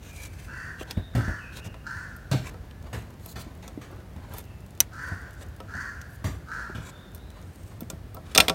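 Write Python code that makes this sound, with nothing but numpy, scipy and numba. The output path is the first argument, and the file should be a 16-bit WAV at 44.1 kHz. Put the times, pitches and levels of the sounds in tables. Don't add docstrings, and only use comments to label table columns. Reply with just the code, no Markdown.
import sys
import numpy as np
from scipy import signal
from scipy.fft import rfft, irfft, next_fast_len
from scipy.io import wavfile
from numba import njit

SR = 44100
rng = np.random.default_rng(int(sys.argv[2]) if len(sys.argv) > 2 else 0)


def waveform_to_disk(signal):
    frames = np.transpose(np.atleast_2d(signal))
    scaled = np.clip(frames, -1, 1) * 32767
    samples = np.round(scaled).astype(np.int16)
    wavfile.write(sys.argv[1], SR, samples)


N = 376613


def undb(db):
    return 10 ** (np.asarray(db) / 20)


def unit(x):
    return x / np.sqrt(np.mean(x ** 2) + 1e-20)


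def clock(length_s):
    return np.arange(int(length_s * SR)) / SR


def fade(t, t60_s):
    return np.exp(-np.log(1000) * t / t60_s)


def add(out, start_s, x):
    i = max(int(start_s * SR), 0)
    out[i:i + len(x)] += x[:max(N - i, 0)]


def walk(rate_hz, size):
    knots = rng.standard_normal(size)
    return np.interp(np.arange(size) / SR * rate_hz, np.arange(size), knots) * np.sqrt(3 / 2)


def colour(x, points, tilt_db_per_oct=0):
    octave = np.log2(np.fft.rfftfreq(len(x), 1 / SR) + 1)
    hz, db = np.transpose(points)
    shape_db = np.interp(octave, np.log2(hz), db)
    shape_db += tilt_db_per_oct * (np.maximum(octave, np.log2(hz[0])) - 10)
    bass_cut = np.minimum(2 ** octave / hz[0], 1) ** 2
    return unit(irfft(rfft(x) * undb(shape_db) * bass_cut, len(x)))


def hiss(points, tilt_db_per_oct=0):
    return colour(rng.standard_normal(SR // 2), points, tilt_db_per_oct)


@njit
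def resonate(x, hz, width_hz):
    y, band, low = np.empty(len(x)), 0., 0.
    for i in range(len(x)):
        g, damping = np.tan(np.pi * hz[i] / SR), width_hz / hz[i]
        v = (band + g * (x[i] - low)) / (1 + g * (g + damping))
        band, low, y[i] = 2 * v - band, low + 2 * g * v, damping * v
    return y


def touched(x, hz, boost=3):
    centre_hz = np.full(len(x), min(hz, .4 * SR))
    return unit(x + boost * resonate(x, centre_hz, .22 * hz))


def ring(modes, t, tilt_db_per_oct=0, scatter_db=2, detune=0.0047):
    hz, db, t60_s = np.transpose(modes)[:, :, None]
    weight, shift, side = rng.standard_normal((3, len(modes), 1))
    gain = undb(db + tilt_db_per_oct * np.log2(hz) + scatter_db * weight)
    waves = np.sign(side) * np.sin(2 * np.pi * hz * (1 + detune * shift) * t) * fade(t, t60_s)
    return np.sum(gain * waves, axis=0) / np.sqrt(np.sum(gain ** 2) / 2)


# frequency in Hz, relative level in dB.
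TOWN_SPECTRUM = [(25, -31.5), (40, -0.5), (55, 4.5), (90, 1), (130, -2.5), (200, -7.5), (400, -16.5),
                 (700, -19.5), (1000, -25), (1700, -26.5), (2500, -32), (4000, -36), (8000, -42),
                 (15500, -43)]


def town(wash_db=-43.5, drone_hz=92, width_hz=34.0, drone_db=-49):
    wash = colour(rng.standard_normal(next_fast_len(N)), TOWN_SPECTRUM)[:N]
    centre_hz = drone_hz * (1 + 0.072 * walk(3.0, N))
    drone = resonate(rng.standard_normal(N), centre_hz, width_hz)
    drone = resonate(drone, centre_hz, width_hz)
    return undb(wash_db) * wash + undb(drone_db) * unit(drone)


# frequency in Hz, relative level in dB.
SKIN_SPECTRUM = [(260, 1.5), (450, 3.5), (1100, 2), (2400, -2), (3300, -5), (4100, -5.5), (5200, -9.5),
                 (6500, -7), (10000, -14), (13000, -15), (16000, -22.5)]


def friction(size, tilt_db_per_oct, part_hz, grain_db=3, catch_db=2.5, boost=1.0):
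    slips = rng.standard_normal(size) * undb(grain_db * np.minimum(rng.exponential(size=size), 6))
    slips *= undb(catch_db * walk(122.2, size))
    t = clock(.03)
    gap = rng.standard_normal(len(t)) * fade(t, .035)
    slips = unit(slips) + unit(signal.fftconvolve(slips, gap)[:size])
    return touched(colour(slips, SKIN_SPECTRUM, tilt_db_per_oct), part_hz, boost)


# start in seconds, length in seconds, level in dB,
# brightness in dB per octave, resonance of the touched part in Hz.
RUBS = [(0, .12, -45.5, 3, 2420), (0.098, .19, -42, 3, 2270), (0.222, 0.268, -51.5, 3, 1820),
        (0.767, 0.071, -42, 2, 3280), (0.854, 0.085, -43.5, 0, 3940), (1.513, 0.092, -41, 2.5, 3730),
        (1.621, 0.063, -44.5, 1.5, 600), (2.414, 0.091, -39, 1.5, 2190), (3.184, .16, -47.5, 8, 4230),
        (3.342, 0.091, -46, 7, 4280), (3.78, 0.27, -49, -6, 1400), (4.132, 0.28, -48, -3.5, 1060),
        (4.294, 0.13, -48, 2.5, 11500), (5.365, 0.079, -48, 0.5, 7700), (6.064, 0.11, -55.5, 9, 12100),
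        (6.803, .11, -44.5, 0, 7000), (7.297, 0.5, -60, 5.5, 8400), (8.218, 0.22, -46, 0, 3370)]


def rubs(peak_share=0.84):
    out, t = np.zeros(N), clock(.8)
    for start_s, length_s, db, tilt, part_hz in RUBS:
        pressure = np.interp(t / length_s, [0, peak_share, 1], [0, 1, 0])
        add(out, start_s, undb(db) * friction(len(t), tilt, part_hz) * pressure)
    return out


# start in seconds, source level in dB, first pitch in Hz, held pitch in Hz.
WHISTLES = [(.08, -51, 2590, 2276), (.46, -59, 2650, 2720), (.93, -54, 3456, 3760),
            (1.367, -51.5, 3150, 2433), (1.57, -58.5, 2674, 2820), (2.641, -63.5, 1733, 1684),
            (4.42, -65, 2740, 2630), (6.9, -58, 3300, 3680), (7.17, -61, 3550, 4020)]


def bird(note_s=0.12, glide_s=.04, flutter_db=3, hoarse=.028):
    out, t = np.zeros(N), clock(note_s)
    for start_s, db, first_hz, held_hz in WHISTLES:
        hz = held_hz + (first_hz - held_hz) * np.exp(-t / glide_s)
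        hz *= 1 + hoarse * walk(719, SR)[:len(t)]
        swell = np.sqrt(2 * np.sin(np.pi * t / note_s))
        flutter = undb(db + flutter_db * walk(68, SR)[:len(t)])
        add(out, start_s, swell * flutter * np.sin(2 * np.pi * np.cumsum(hz) / SR))
    return out


# start in seconds, length in seconds, level in dB before effort and street,
# throat resonance in Hz before the glide.
CAWS = [(0.471, 0.26, -34, 1600), (1.14, 0.23, -34, 1563), (1.839, 0.24, -34.5, 1568),
        (4.921, 0.24, -33, 1576), (5.678, 0.21, -32.5, 1575), (6.455, 0.21, -34, 1490)]
# multiple of the throat resonance, relative level in dB.
THROAT = [(.45, -43), (.65, 3), (.77, -6.5), (.89, 11), (1.08, 12.5), (1.22, 4.5), (1.38, -11), (2.1, -21),
          (2.5, -23.5), (2.85, -8), (3.15, -15.5), (3.7, -11.5), (5.6, -19), (8, -28)]


def crow(pitch_ratio=.187, rough=.04, rasp=1.0, shimmer_db=4.5):
    out, t = np.zeros(N), clock(0.91)
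    for start_s, length_s, db, throat_hz in CAWS:
        effort = np.interp(t / length_s, [0, .26, .72, 1], [0.16, 0.59, 0.49, 0.0064])
        turns = np.cumsum(pitch_ratio * throat_hz * (1 + rough * walk(300, len(t)))) / SR
        pulses = np.diff(np.floor(turns), prepend=0)
        breath = rng.standard_normal(len(t)) * np.exp(-3 * (turns % 1))
        source = unit(pulses) + rasp * unit(breath)
        throat = [(ratio * throat_hz, gain_db) for ratio, gain_db in THROAT]
        voice = colour(source * undb(shimmer_db * walk(221.3, len(t))), throat)
        speed = np.interp(t / length_s, [0, .35, .7, 1], [.9, 1, 1.01, .96])
        add(out, start_s, undb(db) * effort * np.interp(np.cumsum(speed) / SR, t, voice))
    return out


def street(x, direct_db=-5, echo_db=1.5, t60_s=0.72, late_db=-21, late_t60_s=3.1):
    t = clock(2)
    echo = colour(rng.standard_normal(len(t)), [(200, 4.5), (6000, -4.5), (16000, -2.5)])
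    echo *= fade(t, t60_s) + undb(late_db) * fade(t, late_t60_s)
    echo *= np.minimum(t / 0.0014, 1)
    echo /= np.sqrt(np.sum(echo ** 2))
    return undb(direct_db) * x + undb(echo_db) * signal.fftconvolve(x, echo)[:N]


# start in seconds, level in dB,
# brightness in dB per octave, housing boom in dB.
CLACKS = [(.810, -28.5, -15.5, 2.5), (.909, -25.5, 0.5, -25), (1.586, -35.5, -11, -4),
          (1.742, -36, -5.5, 1.5), (2.164, -43.5, 6.5, -10), (2.313, -30, 2.5, 8), (2.328, -33, -1, 11.5),
          (2.542, -47.5, -4, 16.5), (2.71, -45, -2, -10), (2.93, -42, -8, -4), (3.260, -35, 7, -1.5),
          (3.678, -35.5, 2.5, 3.5), (4.337, -36, 7, 6.5), (4.382, -30, 8.5, -0.5), (5.602, -37, -3, 11),
          (6.014, -39, 2.5, -18.5), (7.147, -33, 13, -20), (7.806, -32.5, 9, -1), (7.9, -27.5, 3.5, 0),
          (8.145, -36.5, 9, 4), (8.167, -45, 0, 20), (8.3488, -13.5, 0.5, -7.5), (8.358, -16.5, -1, 5.5),
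          (8.3763, -3.5, 2, -14), (8.3807, -8.5, -3, 4.5), (8.4018, -3.5, -1.5, -8.5),
          (8.4818, -12, -2, -3), (8.496, -14.5, -1.5, 6)]
# frequency in Hz, relative level in dB.
CRACK_SPECTRUM = [(300, -9.5), (1000, -2.5), (1800, -0.5), (2600, -4.5), (3700, -2.5), (5500, -3),
                  (7500, -7.5), (8700, -1.5), (10200, -12.5), (12500, -4.5), (16000, -13.5)]
# frequency in Hz, relative level in dB, 60 dB decay in seconds.
LAMP_MODES = [(2440, -1, .045), (2500, -4, .045), (2700, -3, .045), (2912, -10, .04), (3420, -1, .035),
              (3560, 1, .035), (4010, -6, .04), (4370, -8, .04), (5130, -6, .03), (5400, -11, .08),
              (6200, -7, .03), (7009, -11, .03), (8680, -8, .05), (12400, -16, .06)]
# frequency in Hz, relative level in dB, 60 dB decay in seconds.
HOUSING_MODES = [(173, 0.5, 0.24), (247, 14, 0.033), (336.3, -3, 0.37), (433, 7.5, 0.11),
                 (522.5, 6.5, 0.15), (639, 7, 0.16), (669, 0.5, 0.22), (760, 6, 0.11), (973, 7.5, 0.071),
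                 (1130, 2.5, 0.097), (1320, 10, 0.077), (1313, -32, .07)]


def clacks(strike_db=-3, strike_t60_s=0.003, crack_t60_s=0.025, tail_db=-25, tail_t60_s=0.23,
           ring_db=-2, ring_db_per_db=0.3, boom_db=-8, boom_rise_s=0.0015,
           part_hz=4220, part_oct_per_tilt=0.21):
    out, t = np.zeros(N), clock(.5)
    for start_s, db, tilt, housing_db in CLACKS:
        strike = undb(strike_db) * hiss(CRACK_SPECTRUM, tilt + 3) * fade(t, strike_t60_s)
        small_hz = part_hz * 2 ** (part_oct_per_tilt * tilt)
        crack = touched(hiss(CRACK_SPECTRUM, tilt), small_hz, boost=3.3) * fade(t, crack_t60_s)
        tail = undb(tail_db) * hiss(CRACK_SPECTRUM, tilt - 3) * fade(t, tail_t60_s)
        lamp_gain = undb(ring_db + ring_db_per_db * db)
        lamp = lamp_gain * ring(LAMP_MODES, t, tilt, detune=0.0072)
        boom = undb(boom_db + housing_db) * ring(HOUSING_MODES, t, detune=0.026)
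        boom *= 1 - np.exp(-t / boom_rise_s)
        onset = np.minimum(t / 0.0012, 1)
        add(out, start_s, undb(db) * (strike + crack + tail + lamp + boom) * onset)
    return out


# frequency in Hz, relative level in dB.
SLAP_SPECTRUM = [(60, -39), (170, 8), (320, 0), (450, -12.5), (650, -2.5), (1100, -20.5), (2000, -20.5),
                 (6000, -42)]


def thump(hz, cycles, slap_db, slap_share=0.97, rise_s=0.0013):
    t, t60_s = clock(.5), cycles / hz
    modes = [(hz, 0, t60_s), (hz * 0.65, -8, t60_s),
             (hz * 1.55, -7, t60_s * 0.5), (hz * 2.1, -10, t60_s * 0.45)]
    panel = ring(modes, t)
    slap = undb(slap_db) * hiss(SLAP_SPECTRUM) * fade(t, t60_s * slap_share)
    return (panel + slap) * np.minimum(t / rise_s, 1)


# start in seconds, level in dB, pitch in Hz.
BUMPS = [(.971, -19.5, 93.7), (1.279, -22, 82.7), (1.662, -30, 98), (2.84, -34.5, 83.4),
         (3.775, -28.5, 292), (4.161, -30, 85), (5.116, -27, 91), (5.748, -31, 96.6), (6.696, -28.5, 382),
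         (7.82, -30, 227), (7.933, -34, 168), (8.385, -26.5, 65.4)]


def bumps(decay_cycles=16.5):
    out = np.zeros(N)
    for start_s, db, hz in BUMPS:
        add(out, start_s, undb(db) * thump(hz, decay_cycles, slap_db=-9.5))
    return out


# start in seconds, thump level in dB, thump pitch in Hz,
# skid level in dB, resonance of the touched part in Hz.
GRABS = [(1.149, -17, 120.4, -33.5, 1070), (2.313, -17.5, 135, -29.5, 3800),
         (2.928, -30.5, 112.3, -35, 1560), (3.356, -38.5, 110, -40, 4330), (3.623, -47, 109, -46, 1950),
         (3.812, -56, 109, -45, 1670), (6.241, -23, 100.2, -34, 636), (6.747, -33.5, 112.3, -41.5, 3500)]


def grabs(palm_cycles=34.7, settle_s=.033, settle_db=-4, settle_pitch_ratio=.92, skid_rise_s=0.0027,
          skid_t60_s=0.35, skid_tilt=-0.5, drag_db=-6, drag_t60_s=0.65, drag_tilt=-15):
    out, t = np.zeros(N), clock(.8)
    for start_s, thump_db, hz, skid_db, part_hz in GRABS:
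        fingers = thump(hz, palm_cycles, slap_db=-10, slap_share=1.04, rise_s=0.006)
        add(out, start_s, undb(thump_db) * fingers)
        palm = thump(hz * settle_pitch_ratio, palm_cycles, slap_db=-13.5)
        add(out, start_s + settle_s, undb(thump_db + settle_db) * palm)
        skid = friction(len(t), skid_tilt, part_hz, catch_db=-0.5) * fade(t, skid_t60_s)
        drag = friction(len(t), drag_tilt, part_hz, catch_db=6.0) * fade(t, drag_t60_s)
        onset = np.minimum(t / skid_rise_s, 1)
        add(out, start_s, undb(skid_db) * (skid + undb(drag_db) * drag) * onset)
    return out


# start in seconds, end in seconds.
HOLD_S = (2.3, 8.4)


def fumble(db=-64, tilt_db_per_oct=-2, part_hz=900, unrest_db=5.5, shifts_per_s=14):
    start_s, end_s = HOLD_S
    size = next_fast_len(int((end_s - start_s) * SR))
    unrest = undb(db + unrest_db * walk(shifts_per_s, size))
    out = np.zeros(N)
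    add(out, start_s, friction(size, tilt_db_per_oct, part_hz) * unrest)
    return out


# start in seconds, end in seconds.
STRAINS = [(2.5, 3.6), (3.9, 4.8), (5.0, 5.6), (7.1, 7.85)]


def fidget(ticks_per_strain=18, loudest_db=-46, t60_s=0.014, tilt_db_per_oct=6):
    out, t = np.zeros(N), clock(.5)
    for start_s, end_s in STRAINS:
        ticks = rng.uniform((start_s, -12, -4), (end_s, 0, 4), (ticks_per_strain, 3))
        for tick_s, softer_db, brighter in ticks:
            tick = hiss(SKIN_SPECTRUM, tilt_db_per_oct + brighter) * fade(t, t60_s)
            add(out, tick_s, undb(loudest_db + softer_db) * tick)
    return out


# start in seconds, level in dB.
LATCH = [(4.804, -2.5), (4.8047, -23), (4.8084, -17.5)]
# frequency in Hz, relative level in dB, 60 dB decay in seconds.
LATCH_MODES = [(2100, -14, .02), (2560, -14, .018), (2930, -13, .018), (3810, -10, .02), (5550, -9, .012),
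               (5910, 0, .019), (6150, -1, .019), (6700, -6, .016), (8830, -4, .017), (9666, -6, .013),
               (12530, -4, .01), (13465, -4, .014), (14350, 1, .008)]


def latch(crack_db=-2, crack_t60_s=0.0082, bay_db=-27, bay_t60_s=0.09):
    out, t = np.zeros(N), clock(.5)
    catch = ring(LATCH_MODES, t, scatter_db=0, detune=.002)
    for start_s, db in LATCH:
        crack = undb(crack_db) * hiss(CRACK_SPECTRUM, 7.1) * fade(t, crack_t60_s)
        bay = undb(bay_db) * hiss(SKIN_SPECTRUM, 0.96) * fade(t, bay_t60_s)
        add(out, start_s, undb(db) * (catch + crack + bay))
    return out


def scene():
    hand = rubs() + clacks() + bumps() + grabs() + fumble() + fidget() + latch()
    calls = street(bird() + crow())
    return (town() + hand + calls)[None]


def record(dry, low_cut_hz=40, top_hz=15850):
    low_cut = signal.butter(4, low_cut_hz, "high", fs=SR, output="sos")
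    rounded = 1.118 * np.tanh(signal.sosfilt(low_cut, dry) / 1.113)
    top_cut = signal.ellip(8, .2, 70, top_hz, fs=SR, output="sos")
    return signal.sosfilt(top_cut, rounded)


dry = scene()
out = record(dry)
waveform_to_disk(out)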